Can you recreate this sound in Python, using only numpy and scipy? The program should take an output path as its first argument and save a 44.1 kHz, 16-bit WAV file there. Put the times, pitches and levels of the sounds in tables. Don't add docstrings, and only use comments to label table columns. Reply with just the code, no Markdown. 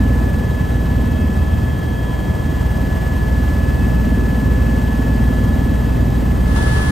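import sys
import numpy as np
from scipy import signal
from scipy.fft import rfft, irfft
from scipy.io import wavfile

SR = 44100
rng = np.random.default_rng(int(sys.argv[2]) if len(sys.argv) > 2 else 0)


def master(y):
    cut = np.clip(np.atleast_2d(y).T, -1, 1)
    pcm = np.round(cut * 32767)
    wavfile.write(sys.argv[1], SR, pcm.astype(np.int16))


N = 304731
TIME = np.arange(N) / SR
FREQS = np.maximum(np.fft.rfftfreq(N, 1 / SR), 1)
BLADES, BLADE_HZ = 3, 19.44
BLADE_PASSES = BLADE_HZ * TIME
EARS = np.array([[-.5], [.5]])
CROSSOVER_HZ = 600


# (time [s], level [dB])
MAIN_BOOM = [(0.0, -15.5), (0.6, -22.5), (1.0, -18.5), (1.8, -27), (2.5, -22), (2.9, -20.5), (4.0, -17),
             (5.6, -18.5), (6.5, -16), (6.9, -21)]
# (time [s], second harmonic [dB], fourth harmonic [dB])
SIDE_BOOMS = [(0.0, -48, -26), (1.3, -49, -19.5), (2.0, -36, -26.5), (2.6, -34, -25), (3.4, -36, -20.5),
              (4.1, -38, -28), (5.6, -33, -25), (6.9, -28, -35)]
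# (harmonic number, offset [Hz], time of a swell [s])
BEATING_HUMS = [(3, 1.587, .2), (4, -.948, .35)]
# (harmonic number, relative level [dB], interaural phase [rad])
WEAK_HARMONICS = [(1, -36, 0.5), (5, -40, -0.49), (6, -38, -0.59), (7, -35, 0.55), (8, -32.5, -1),
                  (9, -35.5, -0.48), (10, -37.5, 1.1), (15, -37.5, 2.2)]

def rotor_thump(weak_db, waver):
    crest, phase_spread_rad, hum_db = .76, 3.44, -32.5
    main_db, = in_time(MAIN_BOOM)
    out = from_db(main_db) * blade_wave(crest, 3, EARS * .14)
    for order, boom_db in zip((2, 4), in_time(SIDE_BOOMS)):
        out += from_db(boom_db) * blade_wave(crest, order, EARS * .092)
    for order, offset_hz, swell_s in BEATING_HUMS:
        beat_phase = 2 * np.pi * offset_hz * (TIME - swell_s)
        out += from_db(hum_db) * blade_wave(crest, order, beat_phase + EARS * .14)
    for order, level_db, ear_phase in WEAK_HARMONICS:
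        standing_wave_shift = phase_spread_rad * (rng.random() - .5)
        wave = blade_wave(crest, order, EARS * ear_phase + standing_wave_shift)
        out += from_db(level_db + weak_db) * (1 + waver * drift(.86)) * wave
    return np.sqrt(2) * out * from_db(.6 * EARS)


# (time [s], relative level [dB])
BLADE_LOAD = [(0.0, -19), (0.6, -32.5), (1.2, -21.5), (1.7, -39), (2.5, -39), (3.3, -29), (4.1, -20.5),
              (4.6, -23.5), (5.1, -20.5), (5.8, -23), (6.4, -25), (6.9, -34)]
# (frequency [Hz], bandwidth [Hz], relative gain [dB])
CANOPY_MODES = [(214.8, 26, 5), (256, 37, 3.5)]

def blade_slap(level_db, scatter_db, jitter_s):
    load_db, = in_time(BLADE_LOAD)
    passes = np.arange(int(BLADE_PASSES[-1]) + 1)
    timing, force = rng.standard_normal((len(passes), 2)).T
    knock_s = (passes + .03) / BLADE_HZ + jitter_s * timing
    knocks = np.zeros(N)
    knocks[np.clip(knock_s * SR, 0, N - 1).astype(int)] = from_db(scatter_db * force)
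    ring = sum((-1) ** k * from_db(db) * resonate(knocks, hz, width)
               for k, (hz, width, db) in enumerate(CANOPY_MODES))
    soft_ring = rms_one(resonate(ring, hz=230, width_hz=330))
    return soft_ring * from_db(level_db + load_db) * from_db(1.4 * EARS)


# (frequency [Hz], spectral density [dB re 1/Hz])
RUMBLE_SPECTRUM = [(15, -75), (30, -66), (39, -49), (50, -51), (65, -39.5), (95, -38.5), (140, -43.5),
                   (200, -45), (270, -48.5), (340, -55.5), (450, -55.5), (600, -56)]
# (time [s], gain [dB])
WASH_GAIN = [(0.0, -1), (0.8, -1), (1.8, -2.2), (2.4, -3), (3.3, -3), (3.9, 0.5), (4.7, 1.5), (5.5, 0.5),
             (6.2, 1.5), (6.9, 1.5)]

def rotor_wash(opening, buffet_db, gust_db, chop, puff_depth, open_db):
    wash_db, = in_time(WASH_GAIN)
    low = air_noise(RUMBLE_SPECTRUM, NARROW_CORRELATION, below(210))
    middle = air_noise(RUMBLE_SPECTRUM, NARROW_CORRELATION, between(169, 327))
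    high = air_noise(RUMBLE_SPECTRUM, NARROW_CORRELATION, between(294, CROSSOVER_HZ))
    chopped = middle * from_db(-.35 + .49 * wash_db) * (1 + chop * blade_wave(crest=.1))
    buffeting = (low * from_db(wash_db) + chopped) * from_db(buffet_db + gust_db * drift(1.4))
    load_db, = in_time(BLADE_LOAD)
    excess_db = load_db - load_db.mean()
    puffs = 1 + puff_depth * from_db(.5 * excess_db) * blade_puff(rise_s=.001, decay_s=.0066)
    drumming = high * puffs * from_db(-.5 + .099 * excess_db + open_db * opening)
    return buffeting + drumming


def blade_puff(rise_s, decay_s):
    since_s = ((BLADE_PASSES - .02) % 1) / BLADE_HZ
    return (1 - np.exp(-since_s / rise_s)) * np.exp(-since_s / decay_s)


# (time [s], level [dB])
CABIN_MODE_LEVEL = [(0.0, -53), (4.2, -41), (5.0, -27), (5.6, -34), (6.1, -30), (6.35, -37), (6.6, -46)]

def cabin_mode(hz, width_hz):
    level_db, = in_time(CABIN_MODE_LEVEL)
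    ring = resonate(rng.standard_normal(N), hz, width_hz)
    return from_db(level_db) * rms_one(resonate(ring, hz, width_hz))


# (time [s], frequency [Hz])
GEAR_MESH = [(0.0, 1715.4), (0.7, 1713.5), (1.5, 1715.2), (2.1, 1710.2), (3.3, 1711.5), (4.1, 1714.0),
             (5.9, 1713.4), (6.9, 1712.0)]
# (time [s], level [dB])
GEAR_LEVEL = [(0.0, -36), (0.3, -35.5), (1.2, -37.5), (2.6, -37.5), (3.0, -35), (4.5, -35), (5.5, -36),
              (6.1, -40.5)]
TORQUE_RIPPLE = [(1, 0.04), (2, 0.03), (3, 0.12), (6, 0.055), (9, 0), (12, 0.04)]

def gear_whine(opening, open_db, ripple_db, rough_db, wobble_rad, ear_phase):
    mesh_hz, = in_time(GEAR_MESH)
    level_db, = in_time(GEAR_LEVEL)
    shaft_angle = 2 * np.pi * (BLADE_PASSES + .38) / BLADES
    ripple = sum(depth * np.cos(cycles * shaft_angle) for cycles, depth in TORQUE_RIPPLE)
    rough = from_db(rough_db) * (drift(60) + 1j * drift(45))
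    amplitude = from_db(level_db + open_db * opening) + from_db(ripple_db) * ripple + rough
    phase = 2 * np.pi * np.cumsum(mesh_hz) / SR + wobble_rad * np.sin(shaft_angle)
    balance = from_db(EARS * (.2 - 2.4 * opening))
    return at_ears(amplitude * np.exp(1j * phase), ear_phase) * balance


# (frequency [Hz], relative level [dB],
# unsteadiness [ratio], interaural phase [rad])
MACHINE_TONES = [(27.6, -49, .1, 0), (66.1, -34.5, .15, .1), (84.3, -38, .2, .1), (100.5, -37.5, .3, .7),
                 (119.8, -30.5, .1, .1), (369, -48, .5, .5), (486.5, -53, .5, 1.0), (642, -53, .3, -1.5),
                 (740, -54, .8, -.5), (1240, -61, .8, -.8), (1303.4, -57, .5, 1.9),
                 (1747.5, -56.5, .3, .35), (2890, -65, 1.5, 0), (3205, -66, .5, 0), (3435, -68, 1.0, 0),
                 (4535, -73, .6, 0), (4680, -68, 1.5, 0), (4805, -69, .5, 0), (6480, -72, .8, 0),
                 (8545, -66, 1.5, 1.2), (8586, -66.5, .8, 1.2)]

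def machinery(opening, level_db, open_db, waver_rate):
    out = np.zeros((2, N))
    for hz, tone_db, unsteady, ear_phase in MACHINE_TONES:
        lift_db = open_db * opening * (hz > CROSSOVER_HZ)
        out += from_db(level_db + tone_db + lift_db) * shaft_tone(hz, unsteady, ear_phase, waver_rate)
    return out


FAN_BLADE_HZ = 648.2
# (time [s], gain [dB])
FAN_SWELL = [(0.0, 5), (1.5, 2), (2.1, 6), (3.7, 4), (4.6, -1), (6.9, 1)]
# (harmonic number, relative level [dB], unsteadiness [ratio], interaural phase [rad])
FAN_PARTIALS = [(1, -49, 0, -0.95), (2, -46, 0, 2.4), (3, -61.5, 0.6, 1)]

def cooling_fan(opening, fading_db, waver_rate, beat_depth, beat_hz, crest_s, open_db):
    hum_db, = in_time(FAN_SWELL)
    hum = from_db(hum_db) * (1 + beat_depth * np.cos(2 * np.pi * beat_hz * (TIME - crest_s)))
    out = np.zeros((2, N))
    for order, level_db, unsteady, ear_phase in FAN_PARTIALS:
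        swell = hum if order == 1 else from_db(fading_db * drift(.9) + open_db * opening)
        tone = shaft_tone(order * FAN_BLADE_HZ, unsteady, ear_phase, waver_rate)
        out += from_db(level_db) * swell * tone
    return out


# (time [s], relative level [dB])
FOURTH_SWELL = [(0, -59), (.4, -60), (.65, -56.5), (1.1, -56), (1.6, -55), (1.9, -60), (3.1, -64),
                (3.8, -53), (4.2, -57), (5.05, -55), (5.55, -64), (6.0, -57), (6.9, -60)]
FIFTH_SWELL = [(0, -66), (0.5, -54.5), (0.95, -54.5), (1.17, -50), (1.4, -53.5), (1.65, -50.5),
               (2.1, -48.5), (2.5, -52.5), (3.0, -55), (3.7, -61), (4.2, -58.5), (4.6, -59.0), (5.1, -57),
               (5.3, -53), (5.6, -52), (6.0, -58), (6.4, -64), (6.8, -56)]
SIXTH_SWELL = [(0, -61), (0.3, -63.0), (0.9, -60), (1.2, -68.5), (2.0, -67.5), (2.8, -69), (3.6, -68),
               (4.0, -67), (4.9, -61.5), (5.5, -64.0), (6.1, -59), (6.4, -67), (6.8, -62)]
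# (harmonic number, unsteadiness [ratio], interaural phase [rad], relative roughness [dB])
FAN_WHISTLES = [(4, .15, 0, -7), (5, .04, -.5, -18), (6, .25, -.15, -5)]

def fan_whistles(level_db, waver_rate, sideband_db, sideband_rate):
    out = np.zeros((2, N))
    swells = (FOURTH_SWELL, FIFTH_SWELL, SIXTH_SWELL)
    for (order, unsteady, ear_phase, rough_db), swell in zip(FAN_WHISTLES, swells):
        swell_db, = in_time(swell)
        rough = 1 + from_db(rough_db + sideband_db) * drift(sideband_rate)
        tone = shaft_tone(order * FAN_BLADE_HZ, unsteady, ear_phase, waver_rate)
        out += from_db(level_db + swell_db) * rough * tone
    return out


# (time [s], level [dB])
HOWL_SWELL = [(0.0, -48), (1.0, -50), (1.7, -46.5), (3.0, -44), (3.7, -56), (5.0, -63), (6.9, -49)]

def air_howl(hz, unsteady, ear_phase, waver_rate):
    level_db, = in_time(HOWL_SWELL)
    return from_db(level_db) * shaft_tone(hz, unsteady, ear_phase, waver_rate)


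# (frequency [Hz], relative spectral density [dB])
NARROW_HISS = [(600, -61.5), (750, -62.5), (875, -58.5), (940, -63), (1005, -63), (1150, -67), (1500, -73),
               (1950, -72.5), (2350, -78.5), (3100, -78), (3700, -83), (5200, -85.5), (7800, -86.5)]
WIDE_HISS = [(600, -59), (850, -56.5), (1100, -60.5), (1450, -64.5), (1950, -64.5), (2400, -72),
             (3300, -70.5), (4500, -75), (7000, -79), (8600, -78), (9300, -79.5), (10100, -73),
             (11500, -85), (15000, -92)]
# (frequency [Hz], interaural correlation before clipping)
NARROW_CORRELATION = [(70, .96), (200, .85), (300, .68), (380, .55), (650, -.05), (760, .05), (875, -.55),
                      (1005, .2), (1250, .05), (1500, .65), (1850, .98), (2300, 1), (3200, .95), (4800, 1),
                      (8200, 1), (8600, .3), (9100, -.7), (9500, -.99), (10500, -.99), (11200, -.8),
                      (11800, .1), (12800, .97), (14200, 1), (15300, .3)]
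WIDE_CORRELATION = [(600, -1.8), (850, -0.37), (1300, 0.11), (1900, -0.54), (2500, -0.28), (4000, -0.059),
                    (7000, 0.00078), (10000, -0.12), (11500, -0.69), (13200, 0.89), (15000, 0.91)]
# (frequency [Hz], gain [dB])
HISS_SHEEN = [(7800, .5), (8600, 2.8), (9000, 0), (9600, 3.5), (10120, 9.8), (10700, 3), (11500, 2.2),
              (12400, 2.2), (13900, -.7), (14600, -4), (15500, -6.5)]
# (time [s], gain [dB])
AIRFLOW_GAIN = [(0.0, -0.1), (0.9, -0.3), (1.4, -0.6), (1.9, -1.1), (2.7, 0.5), (3.3, 1.1), (3.7, 1.0),
                (4.3, 1), (5.0, 1.1), (5.7, 0.6), (6.4, 1)]

def air_rush(opening, wide_db, swish, flutter_db):
    flow_db, = in_time(AIRFLOW_GAIN)
    treble = 1 - below(CROSSOVER_HZ)
    sheen_power = from_db(at_freqs(HISS_SHEEN)) ** 2
    ahead = air_noise(NARROW_HISS, NARROW_CORRELATION, treble * sheen_power) * from_db(flow_db)
    around = air_noise(WIDE_HISS, WIDE_CORRELATION, treble) * from_db(wide_db)
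    air = ahead * np.sqrt(1 - np.clip(opening, 0, 1) ** 2) + around * opening
    return air * (1 + swish * blade_wave(crest=.77)) * from_db(flutter_db * drift(22))


# (frequency [Hz], correlation a quarter cycle apart)
QUADRATURE = [(170, 0), (220, .18), (450, .15), (540, .35), (690, .38), (730, .15), (780, .35), (875, -.3),
              (950, .4), (1060, .15), (1170, .5), (1450, .2), (1600, 0)]
# (frequency [Hz], left minus right level [dB])
EAR_BALANCE = [(150, -.4), (190, .8), (290, -2.5), (350, 0), (540, 2), (720, 2), (840, -2), (910, 2),
               (1080, 2), (1250, .8), (1470, -1), (1600, 0)]

def air_noise(spectrum, correlation, power_share):
    shared, own = rfft(rng.standard_normal((2, N)))
    coherence = np.clip(at_freqs(correlation), -.997, .997) - 1j * at_freqs(QUADRATURE)
    independent = np.sqrt(np.maximum(1 - np.abs(coherence) ** 2, 0))
    pair = np.array([shared, coherence * shared + independent * own])
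    density_db = at_freqs(spectrum) - at_freqs(EAR_BALANCE) * EARS
    return irfft(pair * from_db(density_db) * np.sqrt(power_share * SR / 2), N)


# (time [s], share of the opening)
OPENING_STEPS = [(6.465, 0.44), (6.548, 0.59)]

def beam_opening(step_s):
    return sum(share * np.clip((TIME - s) / step_s, 0, 1) for s, share in OPENING_STEPS)


def shaft_tone(hz, unsteady, ear_phase, waver_rate):
    mesh_hz, = in_time(GEAR_MESH)
    shaft_time = np.cumsum(mesh_hz / mesh_hz.mean()) / SR
    rate = waver_rate * np.sqrt(hz / 1000)
    waver = (1 + unsteady * (drift(rate) + 1j * drift(rate))) / np.sqrt(1 + 2 * unsteady ** 2)
    return at_ears(waver * np.exp(2j * np.pi * (hz * shaft_time + rng.random())), ear_phase)


def at_ears(phasor, ear_phase):
    return np.sqrt(2) * np.real(phasor * np.exp(1j * ear_phase * EARS))


def blade_wave(crest, order=1, shift=0):
    return np.cos(2 * np.pi * order * (BLADE_PASSES - crest) + shift)


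def drift(rate):
    hop, settle = 100, 1000
    pole = np.exp(-2 * np.pi * rate * hop / SR)
    noise = rng.standard_normal(N // hop + settle + 2)
    slow = signal.lfilter([1], [1, -2 * pole, pole * pole], noise)[settle:]
    return np.interp(np.arange(N) / hop, np.arange(len(slow)), rms_one(slow))


def resonate(x, hz, width_hz):
    r = np.exp(-np.pi * width_hz / SR)
    feedback = [1, -2 * r * np.cos(2 * np.pi * hz / SR), r * r]
    return signal.lfilter(np.array([1, 0, -1]) * (1 - r * r) / 2, feedback, x + 1e-18)


def below(hz):
    return 1 / (1 + (FREQS / hz) ** 12)


def between(low_hz, high_hz):
    return np.maximum(below(high_hz) - below(low_hz), 0)


def in_time(rows):
    times, *columns = np.transpose(rows)
    return [np.interp(TIME, times, column) for column in columns]


def at_freqs(points):
    hz, value = np.transpose(points)
    return np.interp(np.log(FREQS), np.log(hz), value)


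def from_db(db):
    return 10 ** (np.asarray(db) / 20)


def rms_one(x):
    return x / np.sqrt(np.mean(np.abs(x) ** 2) + 1e-20)


def scene():
    opening = beam_opening(step_s=.017)
    cabin = rotor_thump(weak_db=-1.5, waver=.37)
    cabin += blade_slap(level_db=-2, scatter_db=-.05, jitter_s=.0001)
    cabin += rotor_wash(opening, buffet_db=-.58, gust_db=.5, chop=.14, puff_depth=.43, open_db=2)
    cabin += cabin_mode(hz=99, width_hz=24)
    cabin += air_rush(opening, wide_db=1.56, swish=.079, flutter_db=.53)
    cabin += gear_whine(opening, open_db=11, ripple_db=-32, rough_db=-59, wobble_rad=.32, ear_phase=.34)
    cabin += cooling_fan(opening, fading_db=2, waver_rate=11,
                         beat_depth=.26, beat_hz=1.37, crest_s=2.2, open_db=5.5)
    cabin += fan_whistles(level_db=1.3, waver_rate=14, sideband_db=6, sideband_rate=53)
    cabin += machinery(opening, level_db=3, open_db=4, waver_rate=8.5)
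    return cabin + air_howl(hz=1005, unsteady=1.4, ear_phase=-1.3, waver_rate=11)


def record(dry):
    cutoff_hz, fade_s = 15700, .004
    fade = np.clip(np.minimum(TIME, TIME[-1] - TIME) / fade_s, 0, 1)
    return signal.sosfilt(signal.ellip(12, .05, 80, cutoff_hz, fs=SR, output="sos"), dry * fade)


dry = scene()
out = record(dry)
master(out)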